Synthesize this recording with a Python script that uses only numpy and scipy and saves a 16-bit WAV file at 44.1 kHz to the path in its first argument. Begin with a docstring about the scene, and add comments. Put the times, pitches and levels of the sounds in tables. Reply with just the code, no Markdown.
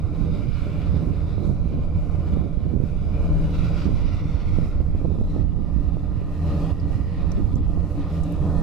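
"""Distant pulse-jet fogger in wind.

A twin-tube fogger drones far down a country road: its tubes fire near 80 times a second and beat.
Pulsed noise rings in the exhaust pipes and hisses from the nozzle; a swaying sine is the carrier's engine.
Moving air makes the machine swell and fade. Shaped noise buffets the microphone, with thumps and slaps
strongest on the right port; a few small bright ticks sound close by."""
import sys
import numpy as np
from scipy import signal
from scipy.fft import rfft, irfft, next_fast_len
from scipy.io import wavfile
from scipy.ndimage import uniform_filter1d, map_coordinates

SR = 44100
rng = np.random.default_rng(int(sys.argv[2]) if len(sys.argv) > 2 else 0)


def master_out(mix):
    """Clip the mix to full scale and print it as 16-bit PCM to the path in sys.argv[1]."""
    frames = np.transpose(np.atleast_2d(mix))
    ceiling = np.clip(frames, -1, 1)
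    pcm = np.round(ceiling * 32767).astype(np.int16)
    wavfile.write(sys.argv[1], SR, pcm)


N = 380274


def amp(db):
    """Decibels to gain."""
    return 10 ** (np.asarray(db) / 20)


def unit(x):
    """Scaled to rms 1."""
    return x / np.sqrt(np.mean(x ** 2) + 1e-20)


def curves(rows):
    """One value per sample for each column after the time."""
    s, *cols = np.transpose(rows)
    return [np.interp(np.arange(N) / SR, s, c) for c in cols]


def wobble(rate):
    """A smooth random curve, rate knots a second."""
    knots = rng.standard_normal(int(N * rate / SR) + 4)
    return map_coordinates(knots, [np.arange(N) * rate / SR])


def swells(rows, attack_s, release_s):
    """Gain of (start, length, dB) events: each rises, holds and lets go."""
    t = np.arange(N) / SR
    total = 0
    for start_s, length_s, db in rows:
        rise = np.clip((t - start_s) / attack_s + .5, 0, 1)
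        fall = np.clip((start_s + length_s - t) / release_s + .5, 0, 1)
        total = total + amp(db) * rise * fall
    return total


def filtered(x, response):
    """x times a response of frequency."""
    m = next_fast_len(N + SR // 2)
    return irfft(rfft(x, m) * response(np.fft.rfftfreq(m, 1 / SR)), m)[..., :N]


def coloured(x, points):
    """x shaped by (Hz, dB) points on a log axis."""
    f, db = np.transpose(points)
    return filtered(x, lambda hz: amp(np.interp(np.log(hz + 1), np.log(f + 1), db)))


def peak(hz, centre_hz, width_hz):
    """Power response of one resonance with steep flanks."""
    return (1 + ((hz - centre_hz) / width_hz) ** 2) ** -4


def resonate(x, modes):
    """x through (Hz, width Hz, dB) resonances, summed in power."""
    return filtered(x, lambda hz: np.sqrt(sum(amp(db) ** 2 * peak(hz, c, w) for c, w, db in modes)))


def noise_pair(alike):
    """Left and right white noise that share a part of their power."""
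    share = np.clip(alike, 0, 1)
    return np.sqrt(share) * rng.standard_normal(N) + np.sqrt(1 - share) * rng.standard_normal((2, N))


def pan(lean_db):
    """Channel gains for a left-minus-right level."""
    return amp([[lean_db / 2], [-lean_db / 2]])


FIRING_HZ = 80.3
BEAT_HZ = 2.85  # mean excess of the second tube's firing rate


def firing_cycles(wander_hz, jitter, drift_hz):
    """Cycle count of each tube: a common fuel feed sways both, and burns come a little early or late."""
    rate_hz = FIRING_HZ + wander_hz * wobble(4)
    beat_hz = BEAT_HZ + drift_hz * wobble(0.99)
    return [np.cumsum(r) / SR + jitter * wobble(30) for r in (rate_hz, rate_hz + beat_hz)]


def puffs(cycles, depth):
    """Gas flow that surges once a firing."""
    return unit(np.exp(depth * np.cos(2 * np.pi * cycles)))


# Clean drone of one tube. Each row: multiple of the firing rate, level in dB.
DRONE_ORDERS = [(1, -0.5), (2, -1.5), (3, -37), (4, -19.5), (5, -28.5), (6, -23), (7, -25)]
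DRONE_DB, DRONE_DB_PER_ROAR_DB = -30, 1  # mean level, gain per dB of roar
SECOND_TUBE_DB = -4  # against the first


def drone(tubes, swell_db, flicker_db):
    """Clean low orders of both tubes, throbbing as they drift in and out of step."""
    tone = 0
    for cycles, tube_db in zip(tubes, (0, SECOND_TUBE_DB)):
        for order, order_db in DRONE_ORDERS:
            gain = amp(tube_db + order_db + flicker_db * wobble(12))
            tone = tone + gain * np.cos(2 * np.pi * order * cycles)
    return amp(DRONE_DB + DRONE_DB_PER_ROAR_DB * swell_db) * unit(tone) * pan(-.5)


def wandering(x, share, rate):
    """x with its pitch swaying by a small share, as the gas heats and cools."""
    place = np.arange(N) + np.cumsum(share * wobble(rate))
    return np.array([map_coordinates(side, [place], mode="mirror") for side in x])


# Exhaust pipe resonances. Each row: centre in Hz, width in Hz, level in dB before the nozzle swings, dB after.
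PIPE_MODES = [(201, 32, -7.5, -6), (285, 21, .5, 2), (317, 31, -6.5, -7.5), (404, 26, -12, -13.5),
              (447, 33, -17, -17), (480, 22, -9, -11.5), (556, 45, -16, -17), (587, 26, -9.5, -12.5),
              (640, 21, -17, -18), (700, 56, -17, -17), (805, 90, -22.5, -21.5), (983, 89, -24.5, -24),
              (1065, 24, -19.5, -19), (1215, 75, -25, -21), (1362, 65, -28, -29), (1469, 51, -31, -33)]
PIPE_WANDER = .009  # typical pitch sway, as a share


def exhaust(flow, swing):
    """The pipes ring, pulsing with the flow; their balance shifts as the nozzle swings round."""
    gas = noise_pair(0.96)
    before = resonate(gas, [(hz, width, db) for hz, width, db, _ in PIPE_MODES])
    after = resonate(gas, [(hz, width, db) for hz, width, _, db in PIPE_MODES])
    ringing = (1 - swing) * before + swing * after
    return unit(flow * wandering(ringing, PIPE_WANDER, rate=5))


# Jet hiss spectra before, halfway through and after the swing. 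Each row: Hz, relative density in dB per Hz.
JET_BEFORE = [(700, -6), (1450, 5), (1580, -3), (1820, -6.5), (2350, 1.5), (2720, -5), (2920, -2.5),
              (3150, -12), (3450, -6), (4000, -6), (4500, -13), (5100, -13), (6500, -23), (11000, -32)]
JET_TURNING = [(700, 3.5), (1400, 7), (1570, -6), (1740, -7), (2080, 3), (2500, 0), (3100, -5.5),
               (3700, -4.5), (4700, -10), (5400, -15.5), (7000, -25.5), (11000, -39.5)]
JET_AFTER = [(700, 10.5), (1300, 2.5), (1550, -3), (1870, 7.5), (2120, -2), (2500, 2), (2850, 0.5),
             (3130, -6.5), (3550, -3), (4250, -3.5), (4720, -12), (5200, -9.5), (7000, -32.5), (11000, -44)]


def jet_colour(gas, swing):
    """The hiss passes through three colours as the nozzle swings round."""
    mix = 0
    for k, points in enumerate((JET_BEFORE, JET_TURNING, JET_AFTER)):
        share = np.clip(1 - abs(2 * swing - k), 0, 1)
        mix = mix + share * unit(coloured(gas, points))
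    return unit(mix)


# Whooshing band: slides down through a swell, returns in one puff. Each row: time in s, centre in Hz, lift in dB.
WHOOSH = [(3.5, 6400, 0), (3.85, 6100, 5), (4.2, 5700, 6), (4.6, 5400, 5), (5.1, 5100, 2), (5.26, 5600, 0),
          (5.31, 5750, 9), (5.41, 5750, 8), (5.45, 5750, 0)]


def drifting(x, patchy_db, whoosh_width_hz):
    """Moving air brightens and dulls patches of the hiss, and one band of it whooshes."""
    hz, t, z = signal.stft(x, SR, nperseg=1024)
    field = rng.standard_normal(z.shape[1:])
    for _ in range(2):
        field = uniform_filter1d(field, size=6, axis=0)
        field = uniform_filter1d(field, size=13, axis=1)
    s, centre_hz, lift_db = np.transpose(WHOOSH)
    band = peak(hz[:, None], np.interp(t, s, centre_hz), whoosh_width_hz)
    whoosh_db = band * np.interp(t, s, lift_db)
    return signal.istft(z * amp(patchy_db * unit(field) + whoosh_db), SR, nperseg=1024)[1][:, :N]


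# Narrow nozzle rings. Each row: centre in Hz, width in Hz, level in dB before the swing, dB after.
NOZZLE_MODES = [(1912, 60, -10, 0), (2360, 110, 0, -7), (4890, 130, -7, -7)]


def nozzle(flow, swing, shimmer_db):
    """Each narrow ring comes and goes on its own; the swing shifts their balance."""
    total = 0
    for hz, width_hz, before_db, after_db in NOZZLE_MODES:
        level_db = before_db + swing * (after_db - before_db) + shimmer_db * wobble(6.4)
        total = total + amp(level_db) * resonate(flow * noise_pair(0.55), [(hz, width_hz, 0)])
    return unit(total)


# High fizz spectrum. Each row: Hz, relative density in dB per Hz.
FIZZ_SPECTRUM = [(2500, -4), (5500, 3.5), (7500, 0.5), (10000, -3), (15000, -7.5)]
FIZZ_DB, FIZZ_RISE_DB_PER_S = -66.5, 0.43  # level at mid-scene, steady rise
FIZZ_DB_PER_ROAR_DB, FIZZ_DB_PER_HISS_DB = 0.7, 0.31


def fizz(roar_swell_db, hiss_swell_db, twinkle_db):
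    """High noise that follows roar and hiss, flickers and slowly grows."""
    rise_db = FIZZ_RISE_DB_PER_S * (np.arange(N) - N / 2) / SR
    swell_db = FIZZ_DB_PER_ROAR_DB * roar_swell_db + FIZZ_DB_PER_HISS_DB * hiss_swell_db
    flicker_db = 0.31 * twinkle_db + 1.9 * wobble(13)
    noise = unit(coloured(noise_pair(0.14), FIZZ_SPECTRUM))
    return amp(FIZZ_DB + rise_db + swell_db + flicker_db) * noise * pan(-.8)


# How well the air carries the sound. Each row: time in s, exhaust roar in dB, jet hiss in dB.
CARRY = [(0, -39, -57.5), (.37, -37, -51), (.52, -44.5, -51.5), (.7, -37, -50.5), (1.8, -39, -57.5),
         (2.05, -38, -57), (2.36, -36.5, -56.5), (2.57, -42.5, -61), (2.9, -40, -57.5), (3.3, -35, -51.5),
         (3.75, -36, -47), (4.0, -39.5, -49.5), (4.36, -41.5, -51.5), (4.58, -39.5, -52),
         (4.85, -41, -56.5), (5.38, -39.5, -58.5), (5.48, -43, -61.5), (5.7, -41, -58),
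         (6.28, -40.5, -56.5), (6.5, -32.5, -51), (6.7, -32.5, -52.5), (6.76, -41, -55), (6.9, -38, -52.5),
         (7.04, -40, -53.5), (7.28, -37.5, -50.5), (7.47, -39, -57.5), (7.87, -38, -57.5),
         (8.05, -35.5, -52), (8.35, -34, -54), (8.51, -31, -53.5), (8.62, -34.5, -56.5)]
# Hiss surges carried in on the air. Each row: start in s, length in s, level in dB.
SURGES = [(.33, .06, -56), (.58, .13, -55), (.8, .2, -58), (1.25, .11, -57.5), (1.43, .08, -56.5),
          (2.26, .09, -58), (3.53, .07, -48.5), (3.64, .1, -51.5), (3.77, 0.09, -47), (4.05, .17, -49.5),
          (4.28, .14, -54), (4.48, .12, -57), (5.29, 0.14, -57.5), (5.8, .07, -59), (6.46, .26, -52)]
SURGE_ATTACK_S, SURGE_RELEASE_S = 0.026, 0.016
# Nozzle swing. Each row: time in s, share from 0 to 1.
SWING = [(0, 0.13), (3.4, 0), (4.2, .45), (4.7, .55), (5.4, 1), (8.6, 0.96)]
# Extra hiss brightness in clear air. Each row: Hz, gain in dB.
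CLEAR_AIR = [(1000, -1.5), (2500, -1), (4000, 1.2), (6000, 1.5), (10000, 0)]


def fogger():
    """Each burn throws a puff of turbulent gas through the pipes and out of the nozzle."""
    roar_db, hiss_db = curves(CARRY)
    surge = swells(SURGES, SURGE_ATTACK_S, SURGE_RELEASE_S)
    hiss_db = 20 * np.log10(np.hypot(amp(hiss_db), surge))
    roar_swell_db = roar_db - roar_db.mean()
    hiss_swell_db = hiss_db - hiss_db.mean()
    swing = np.clip(curves(SWING)[0], 0, 1)

    tubes = firing_cycles(wander_hz=.7, jitter=0.08, drift_hz=0.35)
    # distance smears the puffs, and the free jet keeps even less of the pulsing
    flow = unit(puffs(tubes[0], depth=.19) + .6 * puffs(tubes[1], depth=.18))
    jet_flow = puffs(tubes[0], depth=.09)
    roar = amp(roar_db + 0.85 * wobble(14)) * exhaust(flow, swing) * pan(1)

    gas = filtered(jet_flow * noise_pair(0.53), lambda hz: 1 / (1 + (600 / (hz + 1)) ** 4))
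    jet = jet_colour(gas, swing)
    # a surge is brighter as well as louder
    clear = surge / amp(hiss_db)
    jet = (1 - clear) * jet + clear * coloured(jet, CLEAR_AIR)
    # turbulence along the path makes the short waves twinkle
    twinkle_db = 1.05 * wobble(14) + 1.16 * wobble(45)
    hiss = amp(hiss_db + twinkle_db) * drifting(jet, patchy_db=2, whoosh_width_hz=650) * pan(-1.7)

    ring = amp(0.98 * hiss_swell_db - 66.5) * nozzle(flow, swing, shimmer_db=3)
    high = fizz(roar_swell_db, hiss_swell_db, twinkle_db)
    return drone(tubes, roar_swell_db, flicker_db=2.0) + roar + hiss + ring + high


def carrier(hum_hz, db):
    """The engine of the vehicle that carries the fogger: one sine, swaying in level and slightly in pitch."""
    cycles = np.cumsum(hum_hz + .5 * wobble(2.09)) / SR
    return amp(db + 4.0 * wobble(2.8)) * np.sqrt(2) * np.sin(2 * np.pi * cycles)


def buffet(spectrum, lump_db, rate):
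    """Turbulence on one port, arriving in lumps."""
    noise = coloured(rng.standard_normal(N), spectrum)
    return unit(amp(lump_db * wobble(rate)) * noise)


# Sheltered left port: wind spectrum. Each row: Hz, relative density in dB per Hz.
LEE_SPECTRUM = [(3, -24), (12, 1.5), (35, 1), (60, -3), (105, -11), (150, -14), (240, -25), (370, -32),
                (700, -52), (2000, -88)]
# Sheltered left port: wind strength. Each row: time in s, level in dB.
LEE_LEVEL = [(0, -35), (1.2, -30), (2.2, -28), (3.0, -33.5), (3.3, -21.5), (3.6, -24.5), (4.9, -27),
             (5.2, -24.5), (5.5, -28.5), (6.4, -30.5), (7.2, -27.5), (8.0, -29.5), (8.62, -40)]


def lee_wind():
    """Low turbulence of the sheltered left port."""
    return amp(curves(LEE_LEVEL)[0]) * buffet(LEE_SPECTRUM, lump_db=3, rate=10)


# Right port: rumble spectrum. Each row: Hz, relative density in dB per Hz.
RUMBLE_SPECTRUM = [(3, -29), (12, -1), (30, 1), (65, -1), (110, -6), (160, -16), (220, -15), (350, -52),
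                   (700, -48), (2000, -92)]


def rumble(breeze_db):
    """Low turbulence of the windward right port, as strong as the breeze."""
    return amp(breeze_db) * buffet(RUMBLE_SPECTRUM, lump_db=2.2, rate=18)


# Right port: flutter spectrum. Each row: Hz, relative density in dB per Hz.
FLUTTER_SPECTRUM = [(30, -21.5), (90, 2.5), (190, 1.5), (280, -7.5), (400, -12.5), (600, -22.5),
                    (1000, -36.5), (2500, -74.5)]
# Gusts that tear off the right port. Each row: start in s, length in s, flutter level in dB.
GUSTS = [(0.19, 0.327, -26.5), (0.93, 0.22, -23.5), (1.4, 0.15, -22.5), (1.71, 0.097, -24),
         (2.28, 0.22, -26), (2.64, 0.207, -25), (3.85, .08, -21), (5.03, 0.19, -26.5), (5.35, 0.107, -24.5),
         (5.569, 0.044, -27.5), (6.12, 0.204, -32), (6.84, 0.186, -28.5), (7.371, 0.058, -22.5),
         (7.512, 0.095, -31)]
GUST_ATTACK_S, GUST_RELEASE_S = 0.038, 0.046
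FLUTTER_DB, FLUTTER_DB_PER_WIND_DB = -34.5, 1.9  # between gusts: mean level, gain per dB of wind


def flutter(swell_db):
    """Torn-off flow flutters above the rumble, most in gusts."""
    gusts = swells(GUSTS, GUST_ATTACK_S, GUST_RELEASE_S)
    between = amp(FLUTTER_DB + FLUTTER_DB_PER_WIND_DB * swell_db)
    return np.hypot(between, gusts) * buffet(FLUTTER_SPECTRUM, lump_db=2.5, rate=45)


# Large slow eddies on the right port. Each row: centre time in s, peak in dB.
THUMPS = [(.049, -14), (.396, -13), (.489, -14), (.791, -15), (.967, -12.5), (1.24, -14), (1.655, -12),
          (1.958, -11), (2.181, -15), (2.412, -15), (3.143, -14), (3.376, -14), (3.642, -14), (3.683, -15),
          (4.142, -13), (4.349, -13.5), (4.533, -13), (4.808, -14), (4.859, -14), (5.44, -14), (5.76, -12),
          (5.857, -15), (5.884, -13), (6.11, -14.5), (6.179, -15), (6.727, -14), (6.835, -13), (6.955, -14),
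          (7.014, -14), (7.278, -13), (7.477, -15), (7.838, -13), (8.219, -13)]
THUMP_HZ, THUMP_S = 84.5, 0.0082  # pitch and half-length before the random stretch
WAKE_DB = -5  # thump under a slap, against the slap


def thumps():
    """A large eddy rocks the port for a cycle or two; a weaker one goes with every slap."""
    t, out = np.arange(SR // 16) / SR, np.zeros(N + SR)
    u = t - t.mean()
    eddies = THUMPS + [(s, db + WAKE_DB) for s, db, _ in SLAPS]
    for (s, db), (size, turn) in zip(eddies, rng.uniform(-1.06, 1, (len(eddies), 2))):
        stretch = 1.54 ** size
        bell = np.exp(-(u / (THUMP_S * stretch)) ** 2 / 2)
        rock = bell * np.cos(2 * np.pi * THUMP_HZ * u / stretch + np.pi * turn)
        out[round((s - t.mean()) * SR):][:len(t)] += amp(db) * rock
    return out[:N]


# Small fast eddies on the right port. Each row: centre time in s, peak in dB, crossing time (centre to peak) in s.
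SLAPS = [(.25, -18, .0009), (.668, -18, .0009), (.944, -21, .0006), (1.03, -14.5, .0009),
         (1.073, -15, .0011), (1.108, -15, .0011), (1.253, -21, .0008), (1.381, -17, .00055),
         (1.428, -18.5, .00065), (1.451, -14, .001), (1.476, -16, .00075), (1.496, -13.5, .00085),
         (1.516, -14, .0011), (1.658, -18, .0009), (1.74, -18.5, .0007), (1.791, -14.5, .00085),
         (2.149, -20, .00048), (2.336, -15, .001), (2.372, -16, .0006), (2.575, -18, .0008),
         (2.655, -14, .0009), (2.665, -19.5, .0006), (2.739, -15, .0009), (2.765, -11.5, .00092),
         (2.803, -13.5, .00085), (2.838, -15, .0009), (3.856, -14.5, .001), (3.866, -15, .0009),
         (3.892, -12, .00078), (3.938, -14, .0011), (4.021, -14, .0013), (4.257, -15, .0012),
         (4.587, -11.5, .00062), (4.66, -17, .0009), (4.805, -17.5, .00066), (4.950, -17.5, .0006),
         (5.016, -19, .00052), (5.047, -16.5, .00055), (5.053, -15.5, .00047), (5.059, -18.5, .0005),
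         (5.105, -18.5, .0006), (5.118, -18, .0007), (5.156, -22, .0006), (5.186, -20, .00065),
         (5.209, -21, .0007), (5.214, -16.5, .0005), (5.357, -19, .0007), (5.364, -13.5, .00055),
         (5.416, -13, .0011), (5.764, -17, .0011), (5.887, -18, .001), (5.97, -18, .00046),
         (6.217, -21, .0008), (7.38, -14, .001), (7.54, -13.5, .0012), (7.56, -13.5, .001),
         (7.608, -16, .0009), (7.776, -20, .0005)]
SLAP_TAIL = 7.8  # lower = longer tails


def slaps():
    """A small eddy crossing the port gives one quick push and pull."""
    t, out = np.arange(SR // 50) / SR, np.zeros(N + SR)
    for s, peak_db, crossing_s in SLAPS:
        u = (t - t.mean()) / crossing_s
        push = u * ((SLAP_TAIL + 1) / (SLAP_TAIL + u * u)) ** ((SLAP_TAIL + 1) / 2)
        out[round((s - t.mean()) * SR):][:len(t)] += amp(peak_db) * push
    return out[:N]


# Right-port wind strength, steady with two lulls. 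Each row: time in s, level in dB.
BREEZE = [(0, -22), (1, -21), (2.9, -21.5), (4.7, -20), (6.2, -20.5), (6.43, -28), (6.7, -21.5), (7.8, -20),
          (8.02, -27.5), (8.62, -19)]
LEAK_DB = -17  # slaps and thumps reaching the left port


def wind():
    """Each port has its own turbulence; on the windward right port the flow tears off and slaps."""
    breeze_db, = curves(BREEZE)
    eddies = slaps() + thumps()
    left = lee_wind() + amp(LEAK_DB) * eddies
    right = rumble(breeze_db) + flutter(breeze_db - breeze_db.mean()) + eddies
    return np.array([left, right])


# Ticks near the microphone. Each row: start in s, level in dB, centre in Hz, width in Hz, t60 in s, L-R in dB.
TICKS = [(6.797, -52.5, 4900, 900, .07, -3), (7.317, -33, 5850, 1400, .017, -1),
         (7.529, -57, 10000, 5000, .03, -1), (7.555, -40.5, 6100, 1900, .015, -1),
         (7.556, -63, 7450, 450, .16, -1), (8.233, -47, 7000, 4000, .045, 3),
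         (8.322, -41, 10500, 4400, .015, 3)]


def ticks():
    """Small bright ticks, perhaps insect or bird chips: a brief crack with one broad resonance."""
    out, t = np.zeros((2, N + SR)), np.arange(SR // 10) / SR
    for s, db, hz, width_hz, t60_s, lean_db in TICKS:
        crack = rng.standard_normal((2, len(t)))
        response = np.sqrt(peak(np.fft.rfftfreq(len(t), 1 / SR), hz, width_hz))
        body = irfft(rfft(crack) * response, len(t))
        envelope = (1 - np.exp(-t / .0012)) * amp(db - 60 * t / t60_s)
        tick = unit(body + .06 * crack) * envelope
        out[:, round(s * SR):][:, :len(t)] += tick * pan(lean_db)
    return out[:, :N]


def scene():
    """The far machine, with wind and ticks at the microphone."""
    return fogger() + carrier(hum_hz=125, db=-45) + wind() + ticks()


TOP_HZ = 15000


def record(dry):
    """Everything above TOP_HZ is left out."""
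    return filtered(dry, lambda hz: hz < TOP_HZ)


dry = scene()
out = record(dry)
master_out(out)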